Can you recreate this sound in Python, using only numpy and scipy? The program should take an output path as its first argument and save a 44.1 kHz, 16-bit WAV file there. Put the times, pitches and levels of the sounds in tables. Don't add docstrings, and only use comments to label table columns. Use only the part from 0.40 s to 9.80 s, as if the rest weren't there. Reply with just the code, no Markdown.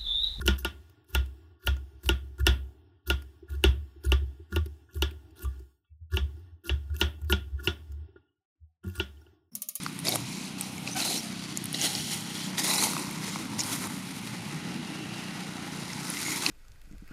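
import sys
import numpy as np
from scipy import signal
from scipy.fft import rfft, irfft, next_fast_len
from scipy.io import wavfile
from scipy.ndimage import uniform_filter1d, map_coordinates

SR = 44100
rng = np.random.default_rng(int(sys.argv[2]) if len(sys.argv) > 2 else 0)


def dump(signal):
    limited = np.clip(np.atleast_2d(signal).T, -1, 1)
    pcm = np.round(limited * 32767).astype(np.int16)
    wavfile.write(sys.argv[1], SR, pcm)


def volts_from_decibels(level):
    exponent = np.asarray(level, float) / 20
    return 10 ** exponent


N = 414540

# start in seconds, peak, low knock, middle knock and crack in dB.
BLOWS = [(0.0776, -11, -4.5, -11, -7), (0.2473, -17.5, -5, -4.5, -9), (0.749, -16.5, -9.5, -4, -5.5),
         (1.271, -16.5, -6.5, -2.5, -8.5), (1.69, -14, -2.5, -9, -5.5), (2.0666, -8, -7.5, -14, -6),
         (2.7004, -15.5, -1, -4, -7.5), (3.239, -10, 3, -9, -8.5), (3.719, -18, 2, -5, -6),
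         (4.161, -24, 7, -1, -4), (4.6219, -15.5, -3.5, -8.5, -6.5), (5.77, -20.5, -5, -7.5, -12),
         (6.2937, -20, -1, -7.5, -13), (6.6128, -12.5, -4, -14, -6), (6.924, -12.5, -5.5, -11.5, -13.5),
         (7.273, -13.5, -6, -20, -17.5), (8.5984, -19.5, -0.5, -10, -33)]
PLATE_DB = [0.5, -2.5, -0.5, -4.5, 1.5, 0, -0.5, 0, -12.5, -8, -4, -12, -7, -2, -1.5, 10.5, 5]
TAIL_DB = [1.6, 0.81, 1.3, .6, 0.78, 1.1, 1.3, 0.98, 1.4, 0.37, 0.16, 0.66, 0.14, 2.8, -1.1, -0.73, 1.2]
TOP_DB = [-6.5, 7, 10.5, 9, -3.5, -4.5, 3, -1.5, 0, 4, -4, -11, -17, -13, -10, -6, -3]
BITE_DB = [-1.5, -3, -.6, -0.4, 1.8, -2.5, 0.1, -0.7, 4.2, 2.5, -1, 1.7, 1.8, 0.5, -1, 0.85, 3.5]
DEEP_DB = [-0.3, 3.8, 8.5, -5, 1.5, -1.2, -1.3, -6.5, -7, -3, -8.2, 5, -6, 2.8, 7, 2.5, 1]
EDGE_KNOCK_DB = [-39, -59]

# pitch in Hz, level in dB, decay t60 in seconds.
LOW = [(196, -16, 0.17), (347.6, 3, 0.062), (375.5, 1.5, 0.063)]
# pitch in Hz, level in dB, t60 in seconds.
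MIDDLE = [(575, -5, .035), (711, -11, .05), (892, -7, .05), (1426, -2, .14), (1680, -12, .06),
          (1803, -13, .08)]
# pitch in Hz, level in dB, t60 in seconds.
BRIGHT = [(2690, -5, .026), (2760, -3, .055), (2965, -1.5, .035), (3035, -16, .09), (3205, -12, .08),
          (3257, -14, .09), (3360, -11, .13), (3405, -14, .15), (3480, -13, .13), (3634, -12, .07),
          (3720, -13, .1), (4160, -22, .07), (4730, -24, .07), (5400, -30, .06)]
# pitch in Hz, level in dB, t60 in seconds.
EDGE = [(1000, -8, .04), (1144, -6, .12), (1176, 0, .12)]
# pitch in Hz, level in dB, t60 in seconds.
BETWEEN = [(920, -2, 0.032), (1800, -1.5, 0.02), (2110, -7, 0.027), (2330, -11, 0.094), (2640, -8.5, 0.022),
           (3880, -8.5, 0.066), (4364, -10, .03), (5410, -10, 0.013), (5660, -16.5, 0.036)]
PLATE_BEAT_HZ, PLATE_STEADY = 16.5, 0.32
CONTACT_S, DAMP_S, LEFT_DB = .0052, .0012, -8
TAIL_END_S, TAIL_END_DB = 0.172, -15.5

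# frequency in Hz, level in dB per Hz.
ROOM_COLOUR = [(100, -12.5), (300, 0), (600, -9.5), (2000, -2), (3500, -1), (4200, -9), (6000, -1.5),
               (9000, -20), (16000, -28.5)]
# frequency in Hz, t60 in seconds.
ROOM_DECAY = [(200, 0.49), (1000, 0.21), (3000, 0.24), (7000, 0.12), (14000, 0.53)]

# start in seconds, then low, middle, edge and bright modes in dB.
RESTS = [
    (3.718, -44, -55, -33, -74.5),
    (4.163, -58, -44, -33.5, -77),
    (5.0467, -40.5, -64, -40, -48),
    (5.444, -94, -74, -82.5, -70.5),
    (5.77, -66, -61, -43, -70),
    (7.758, -46, -49, -65.5, -66),
    (8.442, -65, -47.5, -75, -75),
    (8.863, -53, -61, -81, -76),
]

# start in seconds, crunch in dB, rise in seconds,
# fall in seconds, board murmur in dB.
SCORING = [(.015, -42.5, 0.012, 0.016, -2.5), (0.059, -41.5, 0.0068, .2, 1.5),
           (.183, -43.5, 0.0052, 0.059, -6.5), (0.699, -60.5, 0.038, 0.051, -2.5),
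           (0.746, -44.5, 0.021, .05, -2.5), (1.25, -56, 0.059, 0.084, -1), (1.266, -40, 0.0082, .05, -6),
           (1.64, -52, 0.011, 0.31, -1.5), (1.68, -53.5, 0.091, .1, -7), (2.0, -47, 0.017, 0.031, 2.5),
           (2.063, -45.5, 0.013, 0.081, 3), (2.677, -43, 0.018, 0.08, -1),
           (3.101, -60.5, 0.028, 0.082, 1.5), (3.154, -58.5, 0.079, 0.019, 4.5),
           (3.238, -47.5, 0.013, 0.094, -1.5), (3.654, -44.5, 0.022, 0.034, 0), (3.71, -56.5, 0.11, .1, -2),
           (4.108, -68.5, 0.024, 0.12, 5.5), (4.123, -52, 0.0068, 0.43, 3.5),
           (4.55, -55.5, 0.028, 0.22, -13), (4.575, -61, 0.093, 0.029, 8.5), (4.97, -65, 0.017, 0.13, -1),
           (5.006, -63, 0.0098, 0.2, 3.5), (5.035, -52, 0.081, 0.027, -6)]
# start in seconds, crunch in dB, rise and fall in seconds, murmur in dB.
DICING = [(5.729, -57.5, 0.031, 0.19, 3), (5.764, -43, 0.048, .1, -1), (6.26, -48, 0.025, 0.59, 1.5),
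          (6.552, -55.5, 0.032, 0.061, 2), (6.607, -38, 0.031, 0.12, -8), (6.9, -39.5, 0.0067, 0.24, 1.5),
          (6.917, -46, 0.047, 0.11, -14), (7.201, -60.5, 0.029, 0.032, 6), (7.245, -42, 0.02, 0.083, -1),
          (8.442, -69.5, 0.013, 0.025, 16.5), (8.467, -75, 0.018, 0.035, 10),
          (8.482, -60.5, 0.024, 0.83, 1.5), (8.554, -55, 0.0051, 0.28, -3), (8.591, -64, 0.043, 0.13, -8)]
FINE_DB = [-.6, -0.24, -.6, 2.4, 1.5, 0.41, 1.7, -1.5, -1.5, -1.7, -1.5, -0.47, -0.57, -0.81, -1.4, -.6,
           -.6, -0.47, -0.16, -1.5, -1.5, 1.5, 1.8, 1.5, 0.48, 0.47, 1.2, -.6, 0.41, -0.42, -.6, -.6, -0.24,
           -0.49, -.6, -0.17, -0.31, -1.5]
# frequency in Hz, level in dB per Hz.
CRUNCH = [(1760, -40), (3000, -11.5), (3400, 4), (4630, 5), (6260, 4), (6810, -1), (10100, 0), (15000, 1.5),
          (16000, -23.5)]
BURST_DB, MURMUR_SWING, LOW_MURMUR_DB = 25.5, 0.78, 2.5
PATCHY_DB = 5
# pitch in Hz, level in dB, t60 in seconds.
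CUT_MODES = [(1424, -0.5, 0.11), (1720, -10, .04), (1125, -13.5, 0.034)]
# frequency in Hz, level in dB per Hz.
FINE_MURMUR = [(1800, -31.5), (2600, 5.5), (3800, -8.0), (4500, -37.0)]

# start in seconds, peak in dB, board in dB.
TICKS = [(0.002, -57, -20), (0.496, -43.5, -26), (0.6432, -47.5, -29), (0.6879, -47, -34),
         (0.859, -39.5, -21), (1.2247, -51, -26), (1.365, -37, -15), (1.6325, -37, -32),
         (1.6591, -25.5, -27), (1.981, -37, -14), (2.8204, -37.5, -15.5), (3.1, -37.5, -29),
         (3, -56, -13.5), (3.7, -49, -26.5), (3.637, -34, -14), (4.2588, -33, -20), (4.544, -37, -27),
         (4.709, -35.5, -34), (4.907, -51, -28.5), (4.968, -49, -16), (4.987, -48, -32), (5.005, -45, -31),
         (5.0241, -52, -33), (5.046, -31, -18), (5.1935, -39, -34), (5.7157, -48.5, -26.5),
         (5.9659, -57, -7.5), (5.993, -54, -28.5), (6.499, -48, -5.5), (6.68, -51, -29),
         (6.815, -40, -11.5), (6.845, -39, -20), (7.202, -44, -25), (7.519, -41, -22), (7.81, -64, -29),
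         (8.439, -43.5, -13.5), (8.462, -44, -25.5), (8.554, -33, -26), (8.567, -42, -25),
         (8.815, -54.5, -5.5), (8.867, -61, 1)]
# start in seconds, low modes in dB, deepest mode in dB.
NUDGES = [(0.02, -31, -37), (0.081, -44, -21.5), (0.194, -52, -50), (1.514, -49.5, -71.5), (1.64, -45, -58),
          (1.902, -49, -71), (1.986, -46, -60), (2.684, -34.5, -58), (3.024, -34, -64), (3.136, -57, -66),
          (3.337, -38, -63), (3.557, -43, -71.5), (3.641, -27, -61), (3.817, -35, -68.5), (3.995, -38, -64),
          (4.124, -30, -53), (4.257, -34, -45), (4.552, -33, -62), (4.712, -38, -63.5), (5.198, -40, -78.5),
          (5.727, -37.5, -57), (5.97, -43.5, -60), (6.267, -42.5, -54), (6.899, -37, -51),
          (7.003, -51, -62), (7.683, -45, -77), (8.442, -41, -28.5), (8.464, -33, -27.5)]
# start in seconds, pitch in Hz, level in dB, t60 in seconds.
FAINT = [(5.436, 1860, -78, 0.22), (5.44, 2646, -68, 0.23), (5.452, 2290, -76.5, 0.26),
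         (5.46, 3300, -79, 0.13), (7.59, 3190, -72.5, 0.095), (7.78, 1424, -71.5, 0.91),
         (7.8, 2815, -70, 0.16), (5.63, 300, -70, 0.53), (5.63, 620, -76.5, 0.37), (7.87, 2900, -75.5, 0.4),
         (8.005, 765, -83.5, 0.46), (8.155, 300, -71.5, 0.28), (8.255, 740, -81.5, 0.64),
         (8.868, 1420, -61, 0.065), (8.88, 201, -60, 0.21)]
# start in seconds, pitch in Hz, level in dB, t60 in seconds.
BLIPS = [
    (8.438, 3040, -57.5, .03),
    (8.441, 5400, -69, .03),
    (8.771, 3000, -52, .025),
    (8.812, 5500, -61, .04),
    (8.865, 2860, -51, .015),
    (9.117, 5440, -59.5, .04),
    (9.13, 5370, -52, .05),
]

# start in seconds, level in dB, pitch in Hz, hold in seconds.
JOLTS = [(0.082, -23, 66.64, 0.041), (0.243, -33, 68.33, 0.021), (0.757, -23, 65.92, 0.051),
         (1.283, -23, 67.48, 0.046), (1.699, -23.5, 66.27, 0.039), (2.089, -18.5, 65.62, 0.022),
         (2.702, -27, 67.05, 0.048), (3.26, -17.5, 68.09, 0.033), (3.728, -18.5, 66.77, 0.022),
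         (4.164, -24.5, 74.42, 0.047), (4.622, -28.5, 71.67, 0.018), (5.058, -25.5, 65.1, 0.018),
         (5.82, -24.5, 70.1, 0.016), (6.317, -23, 70.4, 0.025), (6.627, -26, 74.03, 0.032),
         (6.918, -22.5, 69.55, 0.018), (7.277, -30.5, 74.4, 0.021), (8.592, -30.5, 70.5, 0.0066)]
# start in seconds, level in dB, pitch in Hz, hold in seconds.
LEANS = [(0, -30, 70, .002), (0.053, -26.5, 68.83, 0.0093), (1.082, -55, 69.83, 0.037),
         (1.556, -44.5, 68.4, 0.0054), (1.667, -26, 69.2, 0.0066), (1.841, -43, 66.56, 0.1),
         (2.014, -23.5, 67.12, 0.029), (2.688, -32, 66, 0.0082), (3.029, -48.5, 72.53, 0.015),
         (3.116, -31, 71.5, 0.07), (3.572, -45.5, 76.7, 0.015), (3.672, -23.5, 69.4, 0.038),
         (3.799, -28.5, 69.1, 0.033), (4.0, -45, 80, 0.025), (4.141, -31.5, 75.23, 0.0051),
         (4.569, -30, 72.35, 0.084), (4.83, -54, 69.22, 0.079), (5.52, -48.5, 77.3, 0.0096),
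         (5.62, -41, 82.9, 0.014), (5.742, -22, 75.4, 0.0058), (5.998, -44, 85.85, 0.043),
         (6.131, -46.5, 82.2, .01), (6.513, -27, 73.66, 0.022), (6.829, -32, 74.1, 0.052),
         (7.14, -27, 69, 0.0051), (7.21, -40, 68.7, 0.0088), (7.5, -38, 72.4, 0.12),
         (8.226, -48, 79.5, 0.0097), (8.472, -30.5, 86.2, 0.0073), (8.779, -51.5, 76.2, 0.019)]
SWELL_DB_PER_S, DROP_DB_PER_S, LINGER_DB, LINGER_DB_PER_S = 897, 330.5, -18.5, 91.5
LIFT_S, LIFT_DB, LIFT_HOLD_S = 0.1, -17.5, 0.063
CREST_S, RESET_S = .0255, .014
# pitch in Hz, level in dB, t60 in seconds.
FLUTTER = [(92, 0, .09), (120, -5, .09)]

HOB_S = 9.11
# start in seconds, peak in dB.
SPARKS = [
    (9.152, -18),
    (9.2195, -17),
    (9.287, -17),
    (9.3536, -17.5),
]
# delay in seconds, level in dB.
SPARK_ECHOES = [
    (.0017, 0),
    (.0062, -5.5),
]
# frequency in Hz, level in dB per Hz.
SPARK_COLOUR = [(400, -69), (600, -17), (850, -63), (1190, -17), (1700, -51), (2200, -20), (4000, -17.5),
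                (6400, -8), (7900, -15.5), (9900, 1.5), (13300, -2), (16000, -5)]
# pitch in Hz, level in dB, t60 in seconds.
SNAP = [(6000, -11, 0.0083), (6690, -7.5, 0.0095), (8200, -8.0, 0.0049), (10150, -2.5, 0.0057),
        (13300, 8, 0.0027)]
# frequency in Hz, t60 in seconds.
PAN_DECAY = [(500, 0.27), (3000, 0.174), (15000, 0.045)]
# pitch in Hz, level in dB, t60 in seconds.
PAN = [(603, -37, 0.27), (1165, -18, 0.027), (1850, -37.5, 0.14), (2180, -29.5, 0.078), (2720, -23, 0.041),
       (3100, -25, 0.074), (3830, -29, 0.15), (4440, -20, 0.051), (4460, -27, 0.05)]
# time in seconds, hob rumble in dB, gas in dB.
GAS = [
    (9.112, -78, -93.5),
    (9.119, -52, -71),
    (9.18, -47.5, -56),
    (9.195, -56, -60),
    (9.24, -59.5, -59),
    (9.4, -74, -58),
]
# pitch in Hz, level in dB, t60 in seconds.
HOB_MODES = [(201, -4.0, 0.057), (241.4, -4.0, 0.09)]

# frequency in Hz, level in dB per Hz.
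HUM = [(45, -34), (80, 13.5), (150, -11.5), (183, -32.5), (296, -2), (403, -5.5), (567, -39), (627, -19.5),
       (874, -17.5), (950, -25), (1240, -46), (2090, -120)]
# frequency in Hz, level in dB per Hz.
HISS = [(500, -44), (700, -13.5), (2000, -1.5), (3500, -6), (4200, -8), (5500, -5.5), (6500, -38)]
HUM_DB, HISS_DB = -54, -70.5
# pitch in Hz, level in dB, t60 in seconds.
HISS_PLATE = [(1424, -2.0, 0.7), (1110, -7.0, 0.075), (1680, -11.0, .3)]

SOFT_OPEN_DB, LIGHT_OPEN_DB, TAP_OPEN_DB = -24, -34, -49
SAG_DB_PER_S, OPEN_S, OPEN_S_PER_DB, SHUT_DB_PER_S = 13, .6, .014, 72
# frequency in Hz, level in dB.
GATE = [(70, -71), (140, -94.5), (400, -100), (1500, -108), (2200, -99.5), (2900, -110), (4500, -102),
        (8000, -102), (15000, -108)]


def unit(x):
    return x / np.sqrt(np.mean(x ** 2) + 1e-20)


def along(points, hz):
    f, v = np.transpose(points)
    return np.interp(np.log(hz + 1), np.log(f + 1), v)


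def curves(rows):
    s, *cols = np.transpose(rows)
    t = np.arange(N) / SR
    return [np.interp(t, s, c) for c in cols] + [(t >= s[0]) & (t <= s[-1])]


def wobble(rate):
    knots = rng.standard_normal(int(N * rate / SR) + 4)
    return map_coordinates(knots, [np.arange(N) * rate / SR])


def coloured(x, gain):
    m = next_fast_len(len(x) + 8192)
    return unit(irfft(rfft(x, m) * gain(np.fft.rfftfreq(m, 1 / SR)), m)[:len(x)])


def add(track, s, sound):
    part = track[round(s * SR):][:len(sound)]
    part += sound[:len(part)]


def resonant(modes):
    def response(f):
        total = 0
        for k, (hz, db, t60) in enumerate(modes):
            damping = 1j * f * np.log(1000) / np.pi / t60
            total = total + (-1) ** k * volts_from_decibels(db) * damping / (hz * hz - f * f + damping)
        return total
    return response


def woody(spectrum, between):
    bumps = resonant([(hz, 0, .09) for hz, _, _ in LOW + EDGE + MIDDLE + BRIGHT])
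    plate = resonant([(1424, 7, .06)])
    return lambda f: volts_from_decibels(along(spectrum, f)) * (between + np.abs(bumps(f)) + np.abs(plate(f)))


def ring(modes, t, attack, signs=(1,)):
    total = 0
    for hz, db, t60 in modes:
        fall = volts_from_decibels(db + rng.normal(0, 2) - 60 * t / t60)
        total = total + fall * np.sin(2 * np.pi * hz * t) * rng.choice(signs)
    return total * (1 - np.exp(-(t / attack) ** 2))


def beating(t):
    return PLATE_STEADY + (1 - PLATE_STEADY) * np.cos(np.pi * PLATE_BEAT_HZ * t)


def echoes(colour, decays, late_db):
    noise = coloured(rng.standard_normal(SR // 2), colour)
    hz, t, z = signal.stft(noise, SR, nperseg=256)
    fall = -60 * t / along(decays, hz)[:, None]
    wash = late_db + 0.6 * fall
    return signal.istft(z * (volts_from_decibels(fall) + volts_from_decibels(wash)), SR, nperseg=256)[1][:SR // 2]


def struck_board(t, blow, plate_db, bite_db, deep_db):
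    s, db, low_db, middle_db, _ = blow
    held = 1 / (1 + np.exp(np.clip((t - CONTACT_S) / DAMP_S, -30, 30)))
    bite = volts_from_decibels(LEFT_DB) + held * volts_from_decibels(2.0 + 340 * np.minimum(t, CONTACT_S))
    bitten = ring(BRIGHT[:2], t, .0005) - ring(BRIGHT[2:3], t, .0005)
    wood = volts_from_decibels(bite_db - 8.0) * bite * bitten
    wood += volts_from_decibels(-9.0) * ring(BRIGHT[3:], t, 0.0008, signs=(-1, 1))
    wood += volts_from_decibels(-14.0) * ring(BETWEEN, t, 0.0011, signs=(-1, 1))
    plate = volts_from_decibels(plate_db + 1.5) * beating(t) * ring(MIDDLE[3:4], t, 0.0029)
    wood += volts_from_decibels(middle_db) * (ring(MIDDLE[:3] + MIDDLE[4:], t, 0.0028) + plate)
    dicing = int(s > DICING[0][0])
    wood += volts_from_decibels(EDGE_KNOCK_DB[dicing] - db) * ring(EDGE, t, 0.006)
    deepest = volts_from_decibels(deep_db) * ring(LOW[:1], t, 0.0054)
    wood += volts_from_decibels(low_db + 0.5) * (deepest + ring(LOW[1:], t, 0.0085))
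    return wood


def edge_crack(t, crack_db, top_db):
    def colour(f):
        return volts_from_decibels(along(CRUNCH, f) + top_db / (1 + (7000 / (f + 1)) ** 4))
    puff = coloured(rng.standard_normal(len(t)), colour)
    return volts_from_decibels(crack_db - 3) * puff * (volts_from_decibels(-60 * t / .012) + .12 * volts_from_decibels(-60 * t / .075))


def chops():
    out, t = np.zeros(N), np.arange(SR // 5) / SR
    colour = woody(ROOM_COLOUR, 0.3)
    onset = 1 - np.exp(-np.arange(SR // 2) / SR / 0.00074)
    per_blow = zip(BLOWS, PLATE_DB, TAIL_DB, TOP_DB, BITE_DB, DEEP_DB)
    for blow, plate_db, tail_db, top_db, bite_db, deep_db in per_blow:
        s, db, _, _, crack_db = blow
        wood = struck_board(t, blow, plate_db, bite_db, deep_db)
        add(out, s, volts_from_decibels(db) * (wood + edge_crack(t, crack_db, top_db)))
        room = volts_from_decibels(-19.5) * echoes(colour, ROOM_DECAY, late_db=-25.5)
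        add(out, s, volts_from_decibels(db + tail_db) * onset * room)
    out[round(TAIL_END_S * SR):round(BLOWS[1][0] * SR)] *= volts_from_decibels(TAIL_END_DB)
    for s, low_db, middle_db, edge_db, bright_db in RESTS:
        rest = volts_from_decibels(low_db) * ring(LOW[1:], t, 0.0036)
        rest += volts_from_decibels(middle_db) * beating(t) * ring(MIDDLE, t, 0.0036)
        rest += volts_from_decibels(edge_db) * ring(EDGE, t, 0.0036)
        rest += volts_from_decibels(bright_db) * ring(BRIGHT, t, 0.0036)
        add(out, s, rest)
    return out


def cells():
    sizes = volts_from_decibels(3.6 * rng.exponential(size=N)) * (rng.random(N) < .04)
    grains = unit(sizes * rng.standard_normal(N))
    return (grains + .9 * rng.standard_normal(N)) * volts_from_decibels(2.5 * wobble(180))


def patchy(x):
    z = signal.stft(x, nperseg=256)[2]
    field = uniform_filter1d(rng.standard_normal(z.shape), size=10, axis=0)
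    field = uniform_filter1d(field, size=8, axis=1)
    return unit(signal.istft(z * volts_from_decibels(PATCHY_DB * unit(field)), nperseg=256)[1][:N])


def slices():
    def split(f):
        return 1 / (1 + (f / 7000) ** 4)
    coarse, fine = patchy(cells()), patchy(cells())
    lumps = volts_from_decibels(2 * wobble(45)) * coarse
    crunch = 0.52 * coloured(coarse, lambda f: volts_from_decibels(along(CRUNCH, f)) * split(f))
    crackle = coloured(fine, lambda f: volts_from_decibels(along(CRUNCH, f)) * (1 - split(f)))
    board = coloured(lumps, resonant(CUT_MODES)) + 0.38 * coloured(fine, woody(FINE_MURMUR, 0.083))
    low = coloured(lumps, resonant(LOW[1:])) + 0.35 * coloured(fine, resonant(LOW[:1]))
    out = np.zeros(N)
    blows = np.array([row[0] for row in BLOWS])
    for (s, db, rise, fall, murmur_db), fine_db in zip(SCORING + DICING, FINE_DB):
        end = min(s + 2 * fall, blows[blows > s][0])
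        i = np.arange(max(round((s - rise) * SR), 0), round(end * SR))
        shape_db = -BURST_DB * np.maximum((s - i / SR) / rise, (i / SR - s) / fall)
        tearing = volts_from_decibels(shape_db) * (crunch[i] + volts_from_decibels(fine_db) * crackle[i])
        murmur = volts_from_decibels(murmur_db + MURMUR_SWING * shape_db) * (board[i] + volts_from_decibels(LOW_MURMUR_DB) * low[i])
        soft_start = np.minimum(1, (i - i[0]) / 200)
        out[i] += soft_start * volts_from_decibels(db) * (tearing + murmur)
    return out


def ticks():
    out, t = np.zeros(N), np.arange(SR // 10) / SR
    for s, db, knock_db in TICKS:
        bumps_db = 5 * rng.standard_normal(14)
        puff = coloured(rng.standard_normal(len(t)),
                        lambda f: volts_from_decibels(np.interp(f, np.linspace(1500, 16000, 14), bumps_db)))
        snap = .4 * puff * volts_from_decibels(-60 * t / .025) * (1 - np.exp(-t / .001))
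        knock = volts_from_decibels(knock_db) * beating(t) * ring(MIDDLE, t, 0.0015)
        add(out, s, volts_from_decibels(db - 0.5) * (snap + knock))
    for s, db, deep_db in NUDGES:
        add(out, s, volts_from_decibels(db + 3.0) * ring(LOW[1:], t, 0.011))
        add(out, s, volts_from_decibels(deep_db + 13.0) * ring(LOW[:1], t, 0.0068))
    return out


def faint():
    out, t = np.zeros(N), np.arange(SR // 3) / SR
    fade = np.cos(t / t[-1] * np.pi / 2)
    for s, hz, db, t60 in FAINT:
        add(out, s, volts_from_decibels(db) * ring([(hz, 0, t60)], t, 0.0039) * fade)
    out *= .8 * wobble(45)
    for s, hz, db, t60 in BLIPS:
        add(out, s, volts_from_decibels(db) * ring([(hz, 0, t60), (1.04 * hz, -3, t60)], t, .0015))
    return out


def counter():
    lifts = [(s + LIFT_S, db + LIFT_DB, hz, LIFT_HOLD_S) for s, db, hz, _ in JOLTS]
    s, db, hz, hold = np.transpose(JOLTS + LEANS + lifts)[:, :, None]
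    ms, t = np.arange(0, N / SR, 1 / 1000), np.arange(N) / SR
    after = np.maximum(ms - s - hold, 0)
    fall = volts_from_decibels(-DROP_DB_PER_S * after) + volts_from_decibels(LINGER_DB - LINGER_DB_PER_S * after)
    fall = fall / (1 + volts_from_decibels(LINGER_DB))
    each = volts_from_decibels(db - SWELL_DB_PER_S * np.maximum(s - ms, 0)) * fall
    size = uniform_filter1d(np.sqrt(np.sum(each ** 2, axis=0)), size=8)
    size = uniform_filter1d(size, size=8)
    pitch = uniform_filter1d(hz[np.argmax(each, axis=0), 0], size=15)
    turn = 2 * np.pi * np.cumsum(np.interp(t, ms, pitch) * (1 + 0.03 * wobble(21))) / SR
    blows = np.array([row[0] for row in BLOWS])
    crests = np.round((blows + CREST_S) * SR).astype(int)
    shift = np.unwrap(np.pi / 2 - turn[crests] % (2 * np.pi))
    knots_s = np.ravel([blows, blows + RESET_S], "F")
    knots = np.ravel([np.r_[shift[0], shift[:-1]], shift], "F")
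    turn = turn + np.interp(t, knots_s, knots)
    flutter = coloured(rng.standard_normal(N), lambda f: resonant(FLUTTER)(f) / (1 + (f / 170) ** 6))
    level = uniform_filter1d(np.interp(t, ms, size * (ms < HOB_S)), size=88) * volts_from_decibels(0.45 * wobble(30))
    return level * (np.sqrt(2) * np.sin(turn) + volts_from_decibels(-14.5) * flutter)


def hob():
    out, t = np.zeros(N), np.arange(SR // 2) / SR

    def colour(f):
        return volts_from_decibels(along(SPARK_COLOUR, f))
    for s, db in SPARKS:
        snap = ring(SNAP, t, 0.00029)
        add(out, s, volts_from_decibels(db - 10.0) * ring(PAN, t, 0.0031))
        for delay, echo_db in SPARK_ECHOES:
            add(out, s + delay, volts_from_decibels(db - 2.5 + echo_db) * snap)
        tail = volts_from_decibels(-17.0) * echoes(colour, PAN_DECAY, late_db=-7.0)
        add(out, s, volts_from_decibels(db) * (0.61 * snap + tail))
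    rumble_db, gas_db, on = curves(GAS)
    rumble = coloured(rng.standard_normal(N), resonant(HOB_MODES))
    gas = coloured(rng.standard_normal(N), colour)
    return out + on * (volts_from_decibels(rumble_db) * rumble + volts_from_decibels(gas_db) * gas)


def suppressor():
    opens = [row[:2] for row in BLOWS]
    opens += [(row[0], SOFT_OPEN_DB) for row in SCORING[:-3] + DICING]
    opens += [(row[0], LIGHT_OPEN_DB) for row in SCORING[-3:]]
    opens += [(RESTS[5][0], TAP_OPEN_DB)]
    s, db = np.transpose(opens)[:, :, None]
    ms = np.arange(0, N / SR, 1 / 1000)
    since = ms - s
    overdue = np.maximum(since - OPEN_S - OPEN_S_PER_DB * db, 0)
    each = np.maximum(-SAG_DB_PER_S * since - SHUT_DB_PER_S * overdue, -60)
    gain_db = np.max(np.where((since > 0) & (ms < HOB_S), each, -60), axis=0)
    return np.interp(np.arange(N) / SR, ms, uniform_filter1d(gain_db, size=20))


def kitchen():
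    open_db = suppressor()
    hum = coloured(rng.standard_normal(N), lambda f: volts_from_decibels(along(HUM, f)))
    hiss = coloured(rng.standard_normal(N), woody(HISS, .4))
    plate = coloured(rng.standard_normal(N), resonant(HISS_PLATE))
    hiss += 0.38 * volts_from_decibels(3.7 * wobble(32)) * plate
    return volts_from_decibels(open_db) * (volts_from_decibels(HUM_DB + 1.5 * wobble(4.8)) * hum + volts_from_decibels(HISS_DB + wobble(1.3)) * hiss)


def air():
    _, t, z = signal.stft(rng.standard_normal(N), SR, nperseg=512)
    opens = np.sort([row[0] for row in SCORING + DICING + BLOWS])
    since = t - opens[np.maximum(np.searchsorted(opens, t) - 1, 0)]
    ragged = uniform_filter1d(rng.standard_normal(z.shape), size=5, axis=0)
    ragged = uniform_filter1d(ragged, size=40, axis=1)
    shut = np.clip((since - .33 - .06 * unit(ragged)) / .03, -30, 30)
    hiss = signal.istft(z * volts_from_decibels(-22 * since) / (1 + np.exp(shut)), SR, nperseg=512)[1][:N]
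    return volts_from_decibels(-67.0) * (hiss - uniform_filter1d(hiss, size=9))


def scene():
    board = chops() + slices() + ticks() + faint()
    return (board + counter() + hob() + kitchen() + air())[None]


def gated(x):
    hz, _, z = signal.stft(x, SR, nperseg=1024)
    power = uniform_filter1d(np.abs(z) ** 2, size=3, axis=1)
    power = uniform_filter1d(power, size=5, axis=2)
    edge = volts_from_decibels(2 * along(GATE, hz))[:, None]
    return signal.istft(z * power / (np.abs(power) + edge), SR, nperseg=1024)[1][:, :N]


def top_cut(x):
    return signal.sosfilt(signal.butter(12, 16840, fs=SR, output="sos"), x)


def record(dry):
    cut = signal.sosfiltfilt(signal.butter(4, 47, "high", fs=SR, output="sos"), dry)
    cut = signal.sosfilt(signal.cheby2(10, 40, 16300, fs=SR, output="sos"), cut)
    cut = gated(cut)
    soft = cut / (1 + np.abs(cut / .33) ** 4) ** (1 / 4)
    return top_cut(soft)


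dry = scene()
out = record(dry)
dump(out)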